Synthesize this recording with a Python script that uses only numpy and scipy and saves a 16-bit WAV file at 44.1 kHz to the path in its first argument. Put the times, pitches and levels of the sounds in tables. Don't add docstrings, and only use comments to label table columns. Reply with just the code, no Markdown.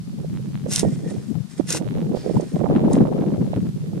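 import sys
import numpy as np
from scipy import signal
from scipy.fft import rfft, irfft
from scipy.io import wavfile
from scipy.ndimage import uniform_filter1d, minimum_filter1d

SR = 44100
rng = np.random.default_rng(int(sys.argv[2]) if len(sys.argv) > 2 else 0)


def to_wav(s):
    ch = np.atleast_2d(s).T
    pcm = np.round(np.clip(ch, -1, 1) * 32767)
    wavfile.write(sys.argv[1], SR, pcm.astype(np.int16))


N = 176400

# (start [s], length [s], hiss level [dB], hollow part's level [dB])
PUFFS = [(0.716, 0.093, -27, -37.5), (1.693, 0.082, -28, -36)]
# (time [s], level [dB])
SPURTS = [(0.726, -21), (0.737, -14), (.761, -13), (0.795, -14.5), (1.705, -17), (1.728, -13.5)]
# (frequency [Hz], level [dB])
DUST_COLOUR = [(1700, -30), (3200, -11.5), (5300, -4), (5900, 2), (6650, -2), (9700, -1), (10500, -12.5),
               (12500, -20), (15500, -51)]
HOLLOW_COLOUR = [(300, -6), (1100, -2.5), (1650, -0.5), (1990, 0), (2170, 4.5), (2320, -24), (2450, 2.5),
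                 (2900, 2), (3100, -27), (3400, 2), (6000, -26)]
def puffs():
    rush = sum(swell(start, length, db, fall_s=0.01) for start, length, db, _ in PUFFS)
    hollow = sum(swell(start, length, db, fall_s=0.01) for start, length, _, db in PUFFS)
    flicker = grains()
    dust = from_plain(np.hypot(rush, spikes(SPURTS)) * flicker, DUST_COLOUR)
    return dust + from_plain(hollow * flicker, HOLLOW_COLOUR)


# (start [s], length [s], level [dB])
RINGS = [(0.823, 0.055, -56), (1.053, 0.057, -54.5)]
def trunk_rings(pitch_hz=1870, width_hz=120):
    flow = sum(swell(*row) for row in RINGS)
    return flow * unit(band(noise(), pitch_hz - width_hz / 2, pitch_hz + width_hz / 2))


# (start [s], length [s], level [dB])
RUSTLES = [(0.791, 0.16, -49.5), (0.98, 0.33, -56.5), (1.094, 0.012, -47), (1.505, 0.026, -49.5),
           (1.582, 0.011, -45.5), (2.159, 0.43, -53), (2.917, 0.046, -46.5)]
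# (time [s], level [dB])
GRIT_TICKS = [(2.411, -38), (2.933, -27)]
# (frequency [Hz], level [dB])
RUSTLE_COLOUR = [(700, -4), (2060, 1), (2480, -1.5), (4800, -4.5), (5250, 1.5), (5700, -3), (7600, 0),
                 (9800, -2), (12500, -30)]
SWISH_COLOUR = [(3700, -1), (4500, 5.5), (6500, -6), (7500, -19)]
def falling_grit():
    sifting = sum(swell(*row) for row in RUSTLES)
    rustles = from_plain(sifting * grains(), RUSTLE_COLOUR)
    ticks = from_plain(spikes(GRIT_TICKS), DUST_COLOUR)
    swish = from_plain(swell(start=2.16, length=0.012, db=-47, fall_s=0.2), SWISH_COLOUR)
    return rustles + ticks + swish


def grains(depth_db=4.5, rate_hz=507):
    return unit(amp(depth_db * wander(rate_hz, limit=1)))


# (frequency [Hz], likeness [0 to 1])
LIKENESS = [(2000, 0.68), (4000, 0.23), (6200, 0.89), (12000, 0.2)]
# (frequency [Hz], lead [radians])
LEFT_LEAD = [(3000, 0.11), (5000, 0.99), (7000, 1.32), (13000, 1.77)]
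def from_plain(loudness, tone):
    alike = np.clip(per_frequency(LIKENESS), 0, 1)
    left, unrelated = (rfft(colour(noise() * loudness, tone)) for _ in range(2))
    right = alike * left + np.sqrt(1 - alike ** 2) * unrelated
    lag = np.exp(-1j * per_frequency(LEFT_LEAD))
    return irfft(echo_ripple() * np.array([left, right * lag]), N)


def echo_ripple(depth_db=3.5, echo_s=0.005):
    echoes = noise() * (times() < echo_s)
    hills = np.clip(unit(rfft(echoes).real), -2.5, 1.5)
    return unit(amp(depth_db * hills))


# (time [s], relative rumble level [dB], relative flutter level [dB])
WIND_LEFT = [(0.0, -34.5, -56), (0.28, -26.5, -55), (0.8, -27.5, -43.5), (0.86, -20.5, -30.5),
             (0.97, -25.5, -46), (1.19, -27.5, -36), (1.26, -30, -54), (1.35, -15.5, -28), (1.49, -36, -72),
             (1.68, -30, -60), (1.75, -32.5, -26), (1.87, -25, -68), (1.96, -22.5, -30.5),
             (2.14, -21.5, -36.5), (2.17, -34, -40.5), (2.32, -28, -44), (2.36, -15.5, -27.5),
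             (2.41, -27.5, -38), (2.51, -35, -54), (2.55, -20, -30.5), (2.64, -34.5, -44), (2.68, -17, -25),
             (3.0, -18, -24), (3.11, -28, -27), (3.68, -21.5, -35.5), (3.71, -31.5, -58),
             (4.0, -25.5, -36.5)]
WIND_RIGHT = [(0.0, -31, -65.5), (0.24, -31, -33.5), (0.29, -27, -53), (0.46, -26, -37), (0.6, -28.5, -60),
              (0.666, -26, -25.5), (0.77, -30.5, -55), (0.836, -19, -20.5), (0.96, -25, -42),
              (1.055, -33, -30.5), (1.17, -25, -34), (1.29, -43, -55), (1.54, -55, -81), (1.6, -25, -21),
              (1.637, -30, -50.5), (1.74, -31.5, -30), (2.03, -20.5, -31), (2.169, -28.5, -24),
              (2.2, -33.5, -39.5), (2.27, -36, -27), (2.375, -15, -26.5), (2.414, -32, -24.5),
              (2.51, -37, -46), (2.539, -26, -24.5), (3.02, -18.5, -24.5), (3.08, -24, -24.5),
              (3.67, -24.5, -37.5), (3.71, -29.5, -45.5), (3.96, -26, -32.5)]
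# (frequency [Hz], level [dB])
RUMBLE_COLOUR = [(20, -89), (45, -24.5), (90, -18.5), (135, -1), (190, 1.5), (235, -14), (320, -20.5),
                 (680, -61.5)]
FLUTTER_COLOUR = [(130, -25.5), (230, 1), (320, 2), (460, -1), (740, -21.5), (1200, -50), (2500, -102)]
ROAR_COLOUR = [(300, -2), (560, 8), (780, 1.5), (1100, -10), (1450, -20.5), (3000, -38), (9000, -83)]
STRONG_DB, LUMP_HZ = -30, 24.3
def wind(gusts):
    rumble_db, flutter_db = gust_levels(gusts, times())
    roar_db = STRONG_DB + 2.09 * (flutter_db - STRONG_DB)
    swirls = wander(hz=70, limit=2)
    air = noise()
    spits = np.minimum(swirls + wander(hz=113), 3)
    rumble = amp(rumble_db + 0.5) * wind_layer(air, swirls, RUMBLE_COLOUR, flare_db=3)
    flutter = amp(flutter_db + 2) * wind_layer(air, swirls, FLUTTER_COLOUR, flare_db=6.5)
    roar = amp(roar_db - 8.5) * wind_layer(noise(), spits, ROAR_COLOUR, flare_db=6.5)
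    lumps = unit(amp(2.5 * wander(LUMP_HZ, limit=2)))
    return (rumble + flutter + roar) * lumps


def wind_layer(air, swirls, tone, flare_db, bend_octaves=0.18):
    flaring = colour(air * amp(flare_db * swirls), tone)
    speed = 2 ** (bend_octaves * wander(LUMP_HZ, limit=2))
    bent = np.interp(np.cumsum(speed) / speed.mean(), np.arange(N), flaring)
    slow_power = uniform_filter1d(uniform_filter1d(bent ** 2, size=3000), size=2000)
    return bent / np.sqrt(slow_power + 1e-12)


def gust_levels(gusts, at):
    when, rumble_db, flutter_db = np.transpose(gusts)
    return np.interp(at, when, rumble_db), np.interp(at, when, flutter_db)


# (time [s], level [dB], pitch [Hz], left minus right [dB])
THUMPS = [(0.6646, -10.5, 470, -34), (0.8325, -2.5, 430, -38), (1.5996, 0, 345, -39), (1.748, -18, 526, -2),
          (2.149, -5.5, 450, -43), (2.264, -7, 433, -27), (2.299, -10.5, 500, -34), (2.312, -6, 363, -38),
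          (2.399, -6.5, 450, -34), (2.644, -7.5, 486, -31), (2.667, -10.5, 730, -25), (2.701, -8, 560, -18),
          (2.838, -8.5, 404, 6), (2.878, -6, 330, 3), (2.969, -7, 540, -6.5), (3.241, -12, 510, -4.5),
          (3.535, -10.5, 600, -22)]
def wind_thumps(width_cycles=0.39, low_cut_hz=115):
    out = np.zeros((2, N))
    for when, db, hz, pan_db in THUMPS:
        cycles = np.clip((times() - when) * hz, -10, 10)
        port_gains = amp(db + np.minimum([[pan_db], [-pan_db]], 0))
        out += port_gains * np.cos(2 * np.pi * cycles) / np.cosh(cycles / width_cycles)
    return signal.sosfiltfilt(signal.butter(2, low_cut_hz, "high", fs=SR, output="sos"), out)


# (time [s], peak level [dB])
SURGES = [(2.697, -13), (2.767, -4.5), (2.855, -5.5), (2.945, -7), (2.976, -8), (3.014, -6), (3.224, -14),
          (3.278, -12.5), (3.343, -12.5), (3.417, -10.5), (3.575, -13), (3.662, -18.5)]
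def wind_surges(width_s=0.013):
    shared, separate = noise(), np.array([noise(), noise()])
    air = band(shared + 0.9 * separate, low_hz=174, high_hz=300)
    out = np.zeros((2, N))
    for when, db in SURGES:
        whump = air * np.exp(-((times() - when) / width_s) ** 2)
        out += amp(db) * whump / abs(whump).max(axis=1, keepdims=True)
    return out


# (time [s], width [s], boost [dB])
TICK_FLURRIES = [(.365, 0.025, 10.5), (0.564, 0.031, 14.5), (1.91, 0.11, 8.5), (2.767, 0.046, 9.5),
                 (2.968, 0.027, 13.5), (3.545, 0.027, 9)]
# (frequency [Hz], level [dB])
TICK_COLOUR = [(900, 3.5), (2000, -1.5), (4100, -7), (4600, -30), (8000, -60)]
def wind_ticks(gusts, gap_s=512 / 48000, spread_db=8):
    beats = np.arange(gap_s, N / SR - gap_s, gap_s)
    size, sign = rng.standard_normal((len(beats), 2)).T
    _, flutter_db = gust_levels(gusts, beats)
    level_db = -28 + 0.37 * (flutter_db - STRONG_DB)
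    level_db += sum(db * np.exp(-((beats - when) / width) ** 2) for when, width, db in TICK_FLURRIES)
    level_db += spread_db * np.minimum(size, 0.8)
    clicks = np.zeros(N)
    clicks[(beats * SR).astype(int)] = np.sign(sign) * amp(level_db)
    return colour(clicks, TICK_COLOUR)


# (frequency [Hz], level [dB])
HISS_COLOUR = [(900, 3), (2000, -3), (4500, 0), (11500, -7), (15000, -25)]
def hiss(gusts, level_db=-53.5):
    _, flutter_db = gust_levels(gusts, times())
    dip_db = 0.19 * np.maximum(flutter_db - STRONG_DB, 0)
    return amp(level_db - dip_db) * colour(noise(), HISS_COLOUR)


def swell(start, length, db, rise_s=0.011, fall_s=0.02):
    age = times() - start
    return amp(db) * np.exp(np.minimum(age, 0) / rise_s - np.maximum(age - length, 0) / fall_s)


def spikes(rows, width_s=0.002):
    return sum(amp(db) * np.exp(-abs(times() - when) / width_s) for when, db in rows)


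def wander(hz, limit=np.inf):
    smooth = irfft(rfft(noise()) / (1 + (np.fft.rfftfreq(N, 1 / SR) / hz) ** 4), N)
    return np.clip(unit(smooth), -limit, limit)


def colour(x, tone):
    return irfft(rfft(x) * unit(amp(per_frequency(tone))), N)


def per_frequency(points):
    hz, value = np.transpose(points)
    return np.interp(np.log(np.fft.rfftfreq(N, 1 / SR) + 1), np.log(hz + 1), value)


def band(x, low_hz, high_hz):
    return signal.sosfilt(signal.butter(2, [low_hz, high_hz], "band", fs=SR, output="sos"), x)


def amp(db):
    return 10 ** (np.asarray(db) / 20)


def unit(x):
    return x / np.sqrt(np.mean(x ** 2) + 1e-20)


def times():
    return np.arange(N) / SR


def noise():
    return rng.standard_normal(N)


def scene():
    ports = np.array([wind(gusts) + wind_ticks(gusts) + hiss(gusts) for gusts in (WIND_LEFT, WIND_RIGHT)])
    return puffs() + trunk_rings() + falling_grit() + ports + wind_thumps() + wind_surges()


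def record(dry, ceiling=0.98, top_hz=15750):
    needed_gain = ceiling / np.maximum(abs(dry), ceiling)
    held_gain = minimum_filter1d(needed_gain, size=200, axis=1)
    smooth_gain = uniform_filter1d(held_gain, size=200, axis=1)
    treble_cut = signal.firwin(511, top_hz, window=("kaiser", 9), fs=SR)
    return signal.oaconvolve(dry * smooth_gain, treble_cut[None], "same")


dry = scene()
out = record(dry)
to_wav(out)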